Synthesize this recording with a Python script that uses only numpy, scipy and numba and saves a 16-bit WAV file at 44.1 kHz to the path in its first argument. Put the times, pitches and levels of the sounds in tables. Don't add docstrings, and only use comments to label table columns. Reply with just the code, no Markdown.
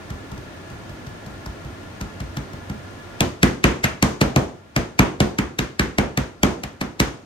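import sys
import numpy as np
from scipy import signal
from scipy.fft import rfft, irfft, next_fast_len
from scipy.io import wavfile
from scipy.ndimage import uniform_filter1d
from numba import njit

SR = 44100
rng = np.random.default_rng(int(sys.argv[2]) if len(sys.argv) > 2 else 0)


def file_out(sig):
    cols = np.atleast_2d(sig).T
    lim = np.clip(cols, -1, 1)
    pcm = np.round(lim * 32767).astype(np.int16)
    wavfile.write(sys.argv[1], SR, pcm)


N = 319725

# (frequency [Hz], density [dB per Hz])
WHIR_SPECTRUM = [(18, -49), (30, -5), (48, -9), (102, -5.5), (171, -2.5), (337, -3), (472, -9), (552, -6.5),
                 (978, -11.5), (1340, -14), (1830, -17), (6360, -25), (10700, -31.5), (11900, -37.5),
                 (15000, -41)]
# (frequency [Hz], width [Hz], level [dB])
HUM_BANDS = [(94.7, 8.4, -43.5), (650, 50, -54.5), (1035, 60, -58), (1394, 35, -51.5), (1700, 43, -52.5)]
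# (frequency [Hz], time to fade by 60 dB [s], level against the direct sound [dB])
KITCHEN_ECHO = [(59.6, 0.11, 1), (147, 0.43, -12), (380, 0.42, -2), (815, 0.45, 0.5), (1385, 0.35, -1.5),
                (2200, 0.35, -8.5), (6600, 0.43, -7.5), (14200, 0.25, -20)]
# (frequency [Hz], level [dB], time to fade by 60 dB [s])
WORKTOP_MODES = [(57.6, -2, 0.23), (76.7, 7.5, 0.04), (107, -36, 0.039), (133.26, 4, 0.27),
                 (134.17, 11, 0.16), (201.2, 5, 0.13), (238, -4, 0.2), (256.4, 1.5, 0.15),
                 (317.8, 7, 0.059), (321, -8, 0.24), (358.3, -11, 0.47), (436.4, -6, 0.13)]
# (time [s], weight [dB], skin tick [dB])
PAT_EVENTS = [(0.1013, -32, -38.5), (0.315, -33.5, -43), (0.3761, -38.5, -46), (0.6993, -38, -46),
              (.893, -37, -48), (1.066, -35.5, -42.5), (1.2614, -36, -43.5), (1.459, -35.5, -36),
              (1.646, -34.5, -49), (2.0093, -30, -32), (2.202, -31, -36.5), (2.368, -28, -32),
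              (2.5315, -35.5, -44), (2.6961, -28.5, -41.5)]
# (frequency [Hz], density [dB per Hz])
TICK_SPECTRUM = [(500, -1.5), (1500, 2.5), (3000, -7.5), (5500, -0.5), (9000, -11), (13000, -14),
                 (16000, -29)]
# (time [s], weight [dB], crack [dB], air pocket [Hz], time the hand takes to close [ms])
SLAP_EVENTS = [(3.2068, -13.5, -11.5, 3400, 1.3), (3.4309, -4, -4, 3020, 2.2),
               (3.6412, -5, -1.5, 2500, 0.63), (3.8405, -11.5, -5.5, 2090, 8.6),
               (4.0263, -6.5, -5.5, 5600, 2), (4.2124, -6, -9, 3600, 5.6), (4.3614, -6, -10.5, 1880, 1),
               (4.7634, -10, -9.5, 1760, 1.9), (4.992, -3.5, -3, 2200, 2.5),
               (5.2036, -5.5, -10.5, 2870, 0.92), (5.3863, -10.5, -13, 3190, 4.9),
               (5.5887, -13.5, -9.5, 3800, 3.8), (5.7952, -9.5, -7.5, 1690, 2.6),
               (5.984, -8, -8, 2200, 2.9), (6.1746, -11, -12, 3100, 2.4), (6.4328, -5.5, -6.5, 3250, 1.7),
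               (6.6362, -23, -18.5, 4340, 3.8), (6.812, -16.5, -17, 4170, 5.7),
               (7.0001, -8.5, -6, 3920, 4.8)]
# (frequency [Hz], density [dB per Hz])
SMACK_SPECTRUM = [(150, -36), (380, -12), (650, -1), (900, -7), (1500, -8.5), (2300, -10), (4000, -21)]
# (frequency [Hz], density [dB per Hz])
CRACK_SPECTRUM = [(500, -4), (1300, -4.5), (2200, 7.5), (3200, -3), (4500, -0.5), (6500, -4.5),
                  (8800, -11.5), (12500, -21), (14500, -17), (16000, -37)]
# (frequency [Hz], gain [dB])
MICROPHONE_COLOUR = [(7000, 0), (7700, -6), (8400, 0), (9600, -2), (10800, -14), (12000, 0), (14500, -1),
                     (16000, -9)]
# (frequency [Hz], gain [dB])
RIGHT_PORT_COLOUR = [(150, 0), (330, 2), (700, -1), (2400, .5), (3500, -2), (5200, -10), (8200, -6),
                     (12500, 0)]

TOP_HZ = 15900
RING = np.arange(int(.6 * SR)) / SR
SLAP_PUSH_MS, PAT_PUSH_MS, PUSH_HALVING_DB = 0.85, .75, 12.5
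SLAP_SMACK_DB, SLAP_SMACK_GROWTH = -6.5, 0.93
PAT_SMACK_DB, PAT_SMACK_GROWTH = -7, 1.235
TREBLE_DB, TREBLE_LOSS_DB = 9, 0.66
POCKET_DB, POCKET_LOSS_DB = 11.5, 1.5


def undb(db):
    return 10 ** (np.asarray(db) / 20)


def unit(x, seconds):
    energy = np.sum(x ** 2, axis=-1, keepdims=True)
    return x / np.sqrt(energy / (seconds * SR))


def read(points, hz, axis=1):
    points = np.array(points, float)
    return np.interp(np.log(np.maximum(hz, 1)), np.log(points[:, 0]), points[:, axis])


def colour(x, points):
    size = next_fast_len(x.shape[-1] + 2048)
    gain = undb(read(points, np.fft.rfftfreq(size, 1 / SR)))
    return irfft(rfft(x, size) * gain, size)[..., :x.shape[-1]]


def resonance(x, hz, width_hz):
    return signal.lfilter(*signal.iirpeak(hz, hz / width_hz, SR), x)


def add(track, s, sound):
    start = int(s * SR)
    part = sound[:max(N - start, 0)]
    track[start:start + len(part)] += part


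def diffuse(size, alike_hz=330):
    noise = rfft(rng.standard_normal((3, size)))
    alike = 1 / (1 + (np.fft.rfftfreq(size, 1 / SR) / alike_hz) ** 2)
    return np.sqrt(alike) * noise[0] + np.sqrt(1 - alike) * noise[1:]


def appliance(whir_db=-39):
    air = irfft(diffuse(N), N)
    flutter = irfft(diffuse(N), N)
    hum = 0
    for hz, width_hz, db in HUM_BANDS:
        hum = hum + undb(db) * unit(resonance(flutter, hz, width_hz), N / SR)
    return undb(whir_db) * unit(colour(air, WHIR_SPECTRUM), N / SR) + hum


def kitchen(x):
    size = next_fast_len(N + SR // 10, real=True)
    hz = np.fft.rfftfreq(size, 1 / SR)
    source, noise, wash = rfft(x, size), diffuse(size), 0
    build = 1 - np.exp(-(RING / .004) ** 2)
    for centre in 62.5 * 2 ** np.arange(0, 8.1, 2 / 3):
        band = np.maximum(1 - abs(np.log2((hz + 1) / centre)) * 3 / 2, 0)
        decay = np.exp(-np.log(1000) * RING / read(KITCHEN_ECHO, centre))
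        fade = (build * decay) ** 2
        energy = irfft(source * np.sqrt(band), size)[:N] ** 2
        stored = signal.fftconvolve(energy, fade / fade.sum())[:N]
        carrier = unit(irfft(noise * band, size)[:, :N], N / SR)
        level = undb(read(KITCHEN_ECHO, centre, axis=2))
        wash = wash + level * np.sqrt(abs(stored)) * carrier
    return wash


def flour(rub_db=-61, delay_s=0.031, spread_s=0.036, grain_db=4, low_hz=3500):
    t = np.arange(N) / SR
    slide = sum(np.exp(-((t - row[0] - delay_s) / spread_s) ** 2) for row in PAT_EVENTS)
    present = rng.random(N) < .03
    size = undb(grain_db * np.minimum(rng.exponential(size=N), 4))
    grains = rng.standard_normal(N) * present * size
    high_pass = signal.butter(1, low_hz, "high", fs=SR, output="sos")
    rustle = signal.sosfilt(high_pass, grains)
    return undb(rub_db) * slide * unit(rustle, N / SR)


def push_length(shortest_ms, weight_db):
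    return shortest_ms * 2 ** (-weight_db / PUSH_HALVING_DB)


def thump(push_ms, scatter_db=1.01):
    hz, db, t60 = np.transpose(WORKTOP_MODES)[..., None]
    share = undb(db + scatter_db * rng.standard_normal(hz.shape))
    side = -(-1) ** np.arange(len(hz))[:, None]
    decay = np.exp(-np.log(1000) * RING / t60)
    ring = np.sum(side * share * decay * np.sin(2 * np.pi * hz * RING), axis=0)
    push = np.sin(np.pi * np.minimum(RING * 1000 / max(push_ms, .5), 1))
    sound = signal.fftconvolve(ring, push)[:len(RING)]
    return sound / np.std(sound[:SR // 20])


def burst(peak_s, rise_s, fall_s):
    t = RING[:SR // 10] - peak_s
    return rng.standard_normal(len(t)) * np.exp(np.minimum(t / rise_s, -t / fall_s))


def damp(x):
    return signal.sosfilt(signal.butter(2, 4500, fs=SR, output="sos"), x)


def pats(tick_db=1, tick_fall_s=0.0021):
    body, skin = np.zeros(N), np.zeros(N)
    lead = 1 / 40
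    for s, weight_db, touch_db in PAT_EVENTS:
        smack_db = PAT_SMACK_DB + PAT_SMACK_GROWTH * weight_db
        tick = colour(burst(lead + 0.0037, 0.0029, tick_fall_s), TICK_SPECTRUM)
        smack = damp(colour(burst(lead + 0.0017, 0.0017, 0.008), SMACK_SPECTRUM))
        add(skin, s - lead, undb(touch_db + tick_db) * unit(tick, 1 / 80))
        add(body, s - lead, undb(smack_db) * unit(smack, 1 / 25))
        add(body, s, undb(weight_db) * thump(push_length(PAT_PUSH_MS, weight_db)))
    return body, skin


def slaps(smack_fall_s=0.0036, crack_db=1, air_db=-19, pocket_q=17.0, rise_share=0.43, fall_share=0.85):
    body, skin = np.zeros(N), np.zeros(N)
    lead = 1 / 40
    for s, weight_db, snap_db, pocket_hz, close_ms in SLAP_EVENTS:
        close_s = close_ms / 1000
        treble_db = TREBLE_DB - TREBLE_LOSS_DB * np.log2(close_ms)
        pocket_db = POCKET_DB - POCKET_LOSS_DB * np.log2(close_ms)
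        smack_db = SLAP_SMACK_DB + SLAP_SMACK_GROWTH * weight_db
        air = colour(burst(lead, .005, .0005), CRACK_SPECTRUM)
        crack = burst(lead + 0.19 * close_s, rise_share * close_s, fall_share * close_s)
        crack = colour(crack, CRACK_SPECTRUM)
        crack = colour(crack, [(4500, 0), (10000, treble_db)])
        pocket = resonance(crack, pocket_hz, pocket_hz / pocket_q)
        crack = crack + (undb(pocket_db) - 1) * pocket
        smack = damp(colour(burst(lead + 0.0021, 0.00078, smack_fall_s), SMACK_SPECTRUM))
        snap = undb(crack_db) * unit(crack, 1 / 80) + undb(air_db) * unit(air, 1 / 80)
        add(skin, s - lead, undb(snap_db) * snap)
        add(body, s - lead, undb(smack_db) * unit(smack, 1 / 25))
        add(body, s, undb(weight_db) * thump(push_length(SLAP_PUSH_MS, weight_db)))
    return body, skin


def scene(echo_db=-19):
    body, skin = np.add(slaps(), pats())
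    hands = body + skin + flour()
    direct = np.array([hands, np.roll(hands, 11)])
    ceiling = undb(echo_db) * np.roll(skin, SR // 80)
    return direct + ceiling + kitchen(hands) + appliance()


@njit
def hold(level, release):
    out, held = np.empty(len(level)), 0.
    for i in range(len(level)):
        held = max(level[i], held * release)
        out[i] = held
    return out


def record(dry, threshold_db=-19, ratio=1.917, release_s=29.0):
    sound = colour(dry, MICROPHONE_COLOUR)
    sound = np.array([sound[0], colour(sound[1], RIGHT_PORT_COLOUR)])
    power = uniform_filter1d(np.mean(sound ** 2, axis=0), size=SR // 60)
    loudness = hold(np.sqrt(abs(power)), np.exp(-1 / (release_s * SR)))
    excess = np.maximum(loudness / undb(threshold_db), 1)
    sound = sound * excess ** (1 / ratio - 1)
    sound = sound / (1 + sound ** 6) ** (1 / 6)
    low_pass = signal.ellip(8, .2, 70, TOP_HZ, fs=SR, output="sos")
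    return signal.sosfilt(low_pass, sound)


dry = scene()
out = record(dry)
file_out(out)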